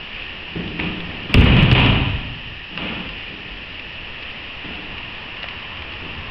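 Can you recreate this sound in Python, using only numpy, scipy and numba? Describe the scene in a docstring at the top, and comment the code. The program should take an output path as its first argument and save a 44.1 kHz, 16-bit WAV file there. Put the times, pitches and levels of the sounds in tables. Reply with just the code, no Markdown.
"""Airy room noise and bare footfalls in a gym hall, then a throw: a body slaps on a mat, the legs follow.
The impact passes through the padding and excites the damped modes of the wooden floor; the hall rings on.
As the faller gets up, soft steps thump in the foam, heavy cotton rustles and sticky soles tick.
A small camera's peaky, hissing microphone turns its gain down, overloads and slowly recovers."""
import sys
import numpy as np
from scipy import signal
from scipy.fft import rfft, irfft
from scipy.io import wavfile
from scipy.ndimage import uniform_filter1d
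from numba import njit

SR = 44100
rng = np.random.default_rng(int(sys.argv[2]) if len(sys.argv) > 2 else 0)


def wav_out(sig):
    """Save sig, one row per channel (or a flat mono array), as 16-bit PCM at SR to the path in sys.argv[1]."""
    wavfile.write(sys.argv[1], SR, np.round(np.clip(np.atleast_2d(sig).T, -1, 1) * 32767).astype(np.int16))


N = 278226
TIME = np.arange(N) / SR


def undb(db):
    """Decibels to amplitude ratio."""
    return 10 ** (np.asarray(db) / 20)


def at_level(x, db):
    """Scale to an rms level."""
    return x * undb(db) / np.std(x)


def on_log_axis(hz, points):
    """Interpolate (frequency_hz, value) points along log frequency."""
    points_hz, values = np.transpose(points)
    return np.interp(np.log(np.maximum(hz, 1)), np.log(points_hz), values)


def colour(x, response, size=8192):
    """Minimum-phase filter: folding the cepstrum makes a (frequency_hz, gain_db) response causal."""
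    gain = undb(on_log_axis(np.fft.rfftfreq(size, 1 / SR), response))
    cepstrum = irfft(np.log(gain))
    cepstrum[1:size // 2] *= 2
    cepstrum[size // 2 + 1:] = 0
    impulse_response = irfft(np.exp(rfft(cepstrum)))
    return signal.fftconvolve(x, impulse_response)[:N]


def resonate(x, centre_hz, width_hz):
    """Damped resonance: one mode, with unit gain at its centre."""
    return signal.lfilter(*signal.iirpeak(centre_hz, centre_hz / width_hz, fs=SR), x)


def add(track, start_s, sound):
    """Superposition: mix a sound in at a time."""
    start = int(start_s * SR)
    track[start:start + len(sound)] += sound[:N - start]


def burst(decay_s, size=8192):
    """Exponential decay: many tiny contacts sum to a dying noise of unit energy."""
    noise = rng.standard_normal(size) * np.exp(-TIME[:size] / decay_s)
    return noise / np.linalg.norm(noise)


def swell(start_s, rise_s):
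    """Linear rise in amplitude, then a hold."""
    return np.clip((TIME - start_s) / rise_s, 0, 1)


# spectrum of ventilation and outdoor air: frequency_hz, level_db
AIR_SPECTRUM = [(20, 14), (45, 8), (85, 12), (130, 4.5), (220, 4.5), (400, 1.5), (700, -1), (1060, -1),
                (1450, -3), (1850, -7), (2700, -1.5), (5500, -4)]
def room_air():
    """Broadband flow noise, steady; two narrow bands, a soft rush and a low drone, swell near the end."""
    drone = at_level(resonate(rng.standard_normal(N), centre_hz=82, width_hz=18), db=-34)
    rush = at_level(resonate(rng.standard_normal(N), centre_hz=1020, width_hz=360), db=-42)
    steady = at_level(colour(rng.standard_normal(N), AIR_SPECTRUM), db=-31.5)
    return steady + drone * swell(start_s=5.51, rise_s=1) + rush * swell(start_s=3.36, rise_s=1.9)


# reverberation time of the hall: frequency_hz, t60_s
HALL_DECAY = [(50, 1.85), (130, 1.32), (300, 1.1), (800, 1.28), (2500, 1.21), (6000, 1.13)]
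def hall_tail(build_s):
    """Reverberation: diffuse echoes build up, then decay, slowest in the bass; unit energy."""
    t, tail = TIME[:2 * SR], 0
    spectrum, hz = rfft(rng.standard_normal(len(t))), np.fft.rfftfreq(len(t), 1 / SR)
    for band_hz, t60_s in HALL_DECAY:
        band = on_log_axis(hz, [(f, f == band_hz) for f, _ in HALL_DECAY])
        tail += irfft(spectrum * band) * np.exp(-np.log(1000) * t / t60_s)
    tail *= 1 - np.exp(-t / build_s)
    return tail / np.linalg.norm(tail)


def in_hall(direct, tail, wet_db):
    """Convolution with the hall's tail adds the reverberant field to the direct sound."""
    return direct + undb(wet_db) * signal.fftconvolve(direct, tail)[:N]


# strength of the rustle, greater once the throw is over: time_s, gain
RUSTLE_ENVELOPE = [(2.6, .4), (3.2, 1)]
def cotton_rustle(scatter_db, decay_s, count=70):
    """Random impulse noise: stiff cotton crackles faintly and unevenly."""
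    crackle = np.zeros(N)
    for when, strength in rng.random((count, 2)):
        add(crackle, when * TIME[-1], undb(scatter_db * strength) * burst(decay_s))
    activity = np.interp(TIME, *np.transpose(RUSTLE_ENVELOPE))
    return at_level(crackle * activity, db=-43.5)


# sleeves and wide trousers sweeping past each other: peak_s, level_db
CLOTH_SWEEPS = [(.22, -38), (3.22, -39), (4.3, -39.5), (4.698, -48.5), (5.5, -46.5)]
def cloth_swishes(centre_hz, width_hz, grain_db, half_width_s):
    """Sliding friction: cloth on cloth makes a grainy hiss that swells and fades with each sweep."""
    sweeps = sum(undb(db) * np.exp(-((TIME - peak_s) / half_width_s) ** 2) for peak_s, db in CLOTH_SWEEPS)
    catches = at_level(uniform_filter1d(rng.standard_normal(N), size=200), db=0)
    friction = rng.standard_normal(N) * undb(grain_db * catches)
    return sweeps * at_level(resonate(friction, centre_hz, width_hz), db=0)


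# the clearest snaps of cloth and soles: start_s, relative_level_db
CREASES_AND_PEELS = [(0.677, -15.5), (1.0034, -14), (3.09, -12), (3.7947, -13), (4.23, -14), (4.981, -15),
                     (5.4303, -10.5), (5.486, -10), (5.821, -13.5), (5.922, -20)]
def ticks(gain_db, decay_s):
    """Broadband transients: creasing cloth and peeling soles snap with no weight behind them."""
    out = np.zeros(N)
    for start_s, db in CREASES_AND_PEELS:
        add(out, start_s, undb(db + gain_db) * burst(decay_s))
    return out


# deep bumps of the boards: start_s, level_db
HEEL_BUMPS = [(3.071, -30), (3.5, -31.5)]
def board_bumps(pitch_hz, rise_s):
    """Damped oscillation: a heel rocks the boards for a few slow cycles."""
    out, t = np.zeros(N), TIME[:SR // 2]
    envelope = t / rise_s * np.exp(1 - t / rise_s)
    for start_s, db in HEEL_BUMPS:
        add(out, start_s, undb(db) * envelope * np.sin(2 * np.pi * pitch_hz * t))
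    return out


# spectrum of cloth and skin on vinyl: frequency_hz, gain_db
COVER_RESPONSE = [(60, -18), (250, 0), (600, 5.5), (1200, 5), (2000, -2), (3000, 5.5), (3800, 2.5),
                  (5200, -8)]
def mat_contacts(contacts):
    """Impact excitation: each contact pushes with its weight and slaps or scuffs the cover."""
    force, slap = np.zeros(N), np.zeros(N)
    for start_s, weight_db, skin_db, decay_s in contacts:
        add(force, start_s, undb(weight_db) * burst(decay_s))
        add(slap, start_s, undb(skin_db) * burst(decay_s))
    return force, colour(slap, COVER_RESPONSE)


# a sole sinking into foam: frequency_hz, gain_db
FOAM_RESPONSE = [(30, -15), (80, 0), (125, -6), (170, 4), (235, -2.5), (310, 0), (450, -9.5), (620, -19),
                 (1200, -30)]
# bare feet, hands and knees on the mat: start_s, relative_thud_db, relative_scuff_db, decay_s
FOOTFALLS = [(.553, -11, -31.5, 0.047), (.792, -10.5, -18.5, 0.041), (1.09, -17.5, -26.5, 0.081),
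             (1.295, -12.5, -23, 0.059), (2.712, -19, -28, 0.036), (2.776, -11.5, -14, 0.14),
             (3.28, -21.5, -33.5, 0.1), (4.644, -19.5, -26, 0.057), (6.02, -22, -37.5, .045)]
def footsteps(thud_db, scuff_db, roll_s, ball_db):
    """Cushioned impact: the heel, then the softer ball of the foot, each thump hollowly in the foam."""
    balls = [(start_s + roll_s, weight_db + ball_db, skin_db + ball_db, decay_s)
             for start_s, weight_db, skin_db, decay_s in FOOTFALLS]
    force, scuff = mat_contacts(FOOTFALLS + balls)
    return undb(thud_db) * colour(force, FOAM_RESPONSE) + undb(scuff_db) * scuff


# hands, back and soles landing flat: start_s, relative_level_db, centre_hz
FLAT_HITS = [(0.7975, -4, 1730), (1.3415, 25.5, 5070), (1.7144, 15.5, 4680), (1.862, 5, 4380),
             (2.7757, -3.5, 2890), (5.441, -7, 850)]
def smacks(gain_db, decay_cycles, width_share, width_halving_db):
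    """Air expulsion: a flat contact squeezes out a brief pulse; the harder the hit, the sharper its peak."""
    out = np.zeros(N)
    for start_s, db, centre_hz in FLAT_HITS:
        width_hz = centre_hz * width_share * .5 ** (db / width_halving_db)
        pulse = burst(decay_cycles / centre_hz)
        add(out, start_s, undb(db + gain_db) * resonate(pulse, centre_hz, width_hz))
    return out


# modes of the mat and sprung floor: pitch_hz, width_hz, gain_db
FLOOR_MODES = [(29, 22, -3), (57.4, 20.2, 2.5), (82.7, 29, 3), (136, 40, 2.5), (169, 13.5, 2),
               (198, 38, -4), (271, 60, -3), (410, 140, -13)]
# back, hips and legs landing on the mat: start_s, relative_thud_db, relative_slap_db, decay_s
BODY_IMPACTS = [(1.343, 2, -7, 0.011), (1.372, 11, -5.5, 0.09), (1.408, 1.5, -3, 0.082),
                (1.458, 3.5, -1.5, 0.087), (1.522, 9.5, -12.5, 0.012), (1.565, 7, 0, 0.099),
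                (1.714, 4.5, -4, .015), (1.75, 2.5, .5, 0.044), (1.779, 2.5, 2, 0.086), (1.845, 4, -4, .04)]
def body_landing(thud_db, slap_db, pad_cutoff_hz):
    """Forced vibration: the body's weight drives the floor's modes; the padding acts as a low-pass."""
    force, slap = mat_contacts(BODY_IMPACTS)
    boards = sum((-1) ** k * undb(db) * resonate(force, pitch_hz, width_hz)  # modes alternate in sign
                 for k, (pitch_hz, width_hz, db) in enumerate(FLOOR_MODES))
    thud = signal.sosfilt(signal.butter(2, pad_cutoff_hz, fs=SR, output="sos"), boards)
    return undb(thud_db) * thud + undb(slap_db) * slap


def scene():
    """Superposition of all sources; landing, feet and small sounds share one reverberant field."""
    tail = hall_tail(build_s=0.017)
    landing = in_hall(body_landing(thud_db=40, slap_db=23.5, pad_cutoff_hz=533), tail, wet_db=-0.5)
    feet = in_hall(footsteps(thud_db=37, scuff_db=26, roll_s=0.042, ball_db=-4), tail, wet_db=0.5)
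    crackle = ticks(gain_db=17.5, decay_s=0.0032) + cotton_rustle(scatter_db=24.5, decay_s=0.0018)
    creases = resonate(crackle, centre_hz=3560, width_hz=3100)
    swishes = cloth_swishes(centre_hz=2760, width_hz=1300, grain_db=4.5, half_width_s=0.14)
    hits = smacks(gain_db=17, decay_cycles=3.2, width_share=0.67, width_halving_db=12.5)
    # the small, sharp sounds reach the microphone mostly direct
    small_sounds = in_hall(creases + swishes + hits, tail, wet_db=-23.5)
    bumps = board_bumps(pitch_hz=42.5, rise_s=0.034)
    return (room_air() + small_sounds + bumps + feet + landing)[None]


@njit
def follow_envelope(rectified, attack_s, release_s):
    """Envelope detection: a one-pole smoother with separate time constants for rise and fall."""
    out, envelope = np.empty(len(rectified)), 0.
    for i in range(len(rectified)):
        lag_s = attack_s if rectified[i] > envelope else release_s
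        envelope += (rectified[i] - envelope) / (lag_s * SR)
        out[i] = envelope
    return out


def gain_control(x, knee_db, attack_s, release_s):
    """Compression: the gain falls as the envelope nears and passes the knee."""
    envelope = follow_envelope(np.abs(x), attack_s, release_s)
    return x / np.hypot(1, envelope / undb(knee_db))


# hiss of the electronics: frequency_hz, level_db
HISS_SPECTRUM = [(30, -11.5), (600, -16.5), (1500, -7.5), (1800, 3.5), (2200, -7.5), (2800, 4.5),
                 (3600, -1), (5200, 1)]
# response of the microphone behind its port: frequency_hz, gain_db
MIC_RESPONSE = [(15, 1), (40, 0.5), (1550, -1), (1850, 4), (2150, 3.5), (2500, 8), (2920, 5), (3350, -3),
                (3850, -9.5), (4400, -14), (5100, -16), (5600, -18.5), (6500, -17.5)]
# the camera's narrow passband: frequency_hz, gain_db
CAMERA_BAND = [(5200, 0), (5600, -6), (5950, -16), (6450, -65)]
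def record(dry):
    """Saturation: the coloured, compressed sound clips; band limiting overshoots, so it clips again."""
    ceiling, top_hz = 0.71, 15900
    sound = gain_control(colour(dry[0], MIC_RESPONSE), knee_db=-2.5, attack_s=0.0036, release_s=1.41)
    self_noise = colour(rng.standard_normal(N), HISS_SPECTRUM)
    hiss = at_level(colour(self_noise, MIC_RESPONSE), db=-35.5)
    overloaded = np.clip(sound + hiss, -ceiling, ceiling)
    narrow = colour(overloaded, CAMERA_BAND)
    clipped = np.clip(narrow, -ceiling, ceiling)
    low_pass = signal.ellip(8, .2, 70, top_hz, fs=SR, output="sos")
    return signal.sosfilt(low_pass, clipped)[None]


dry = scene()
out = record(dry)
wav_out(out)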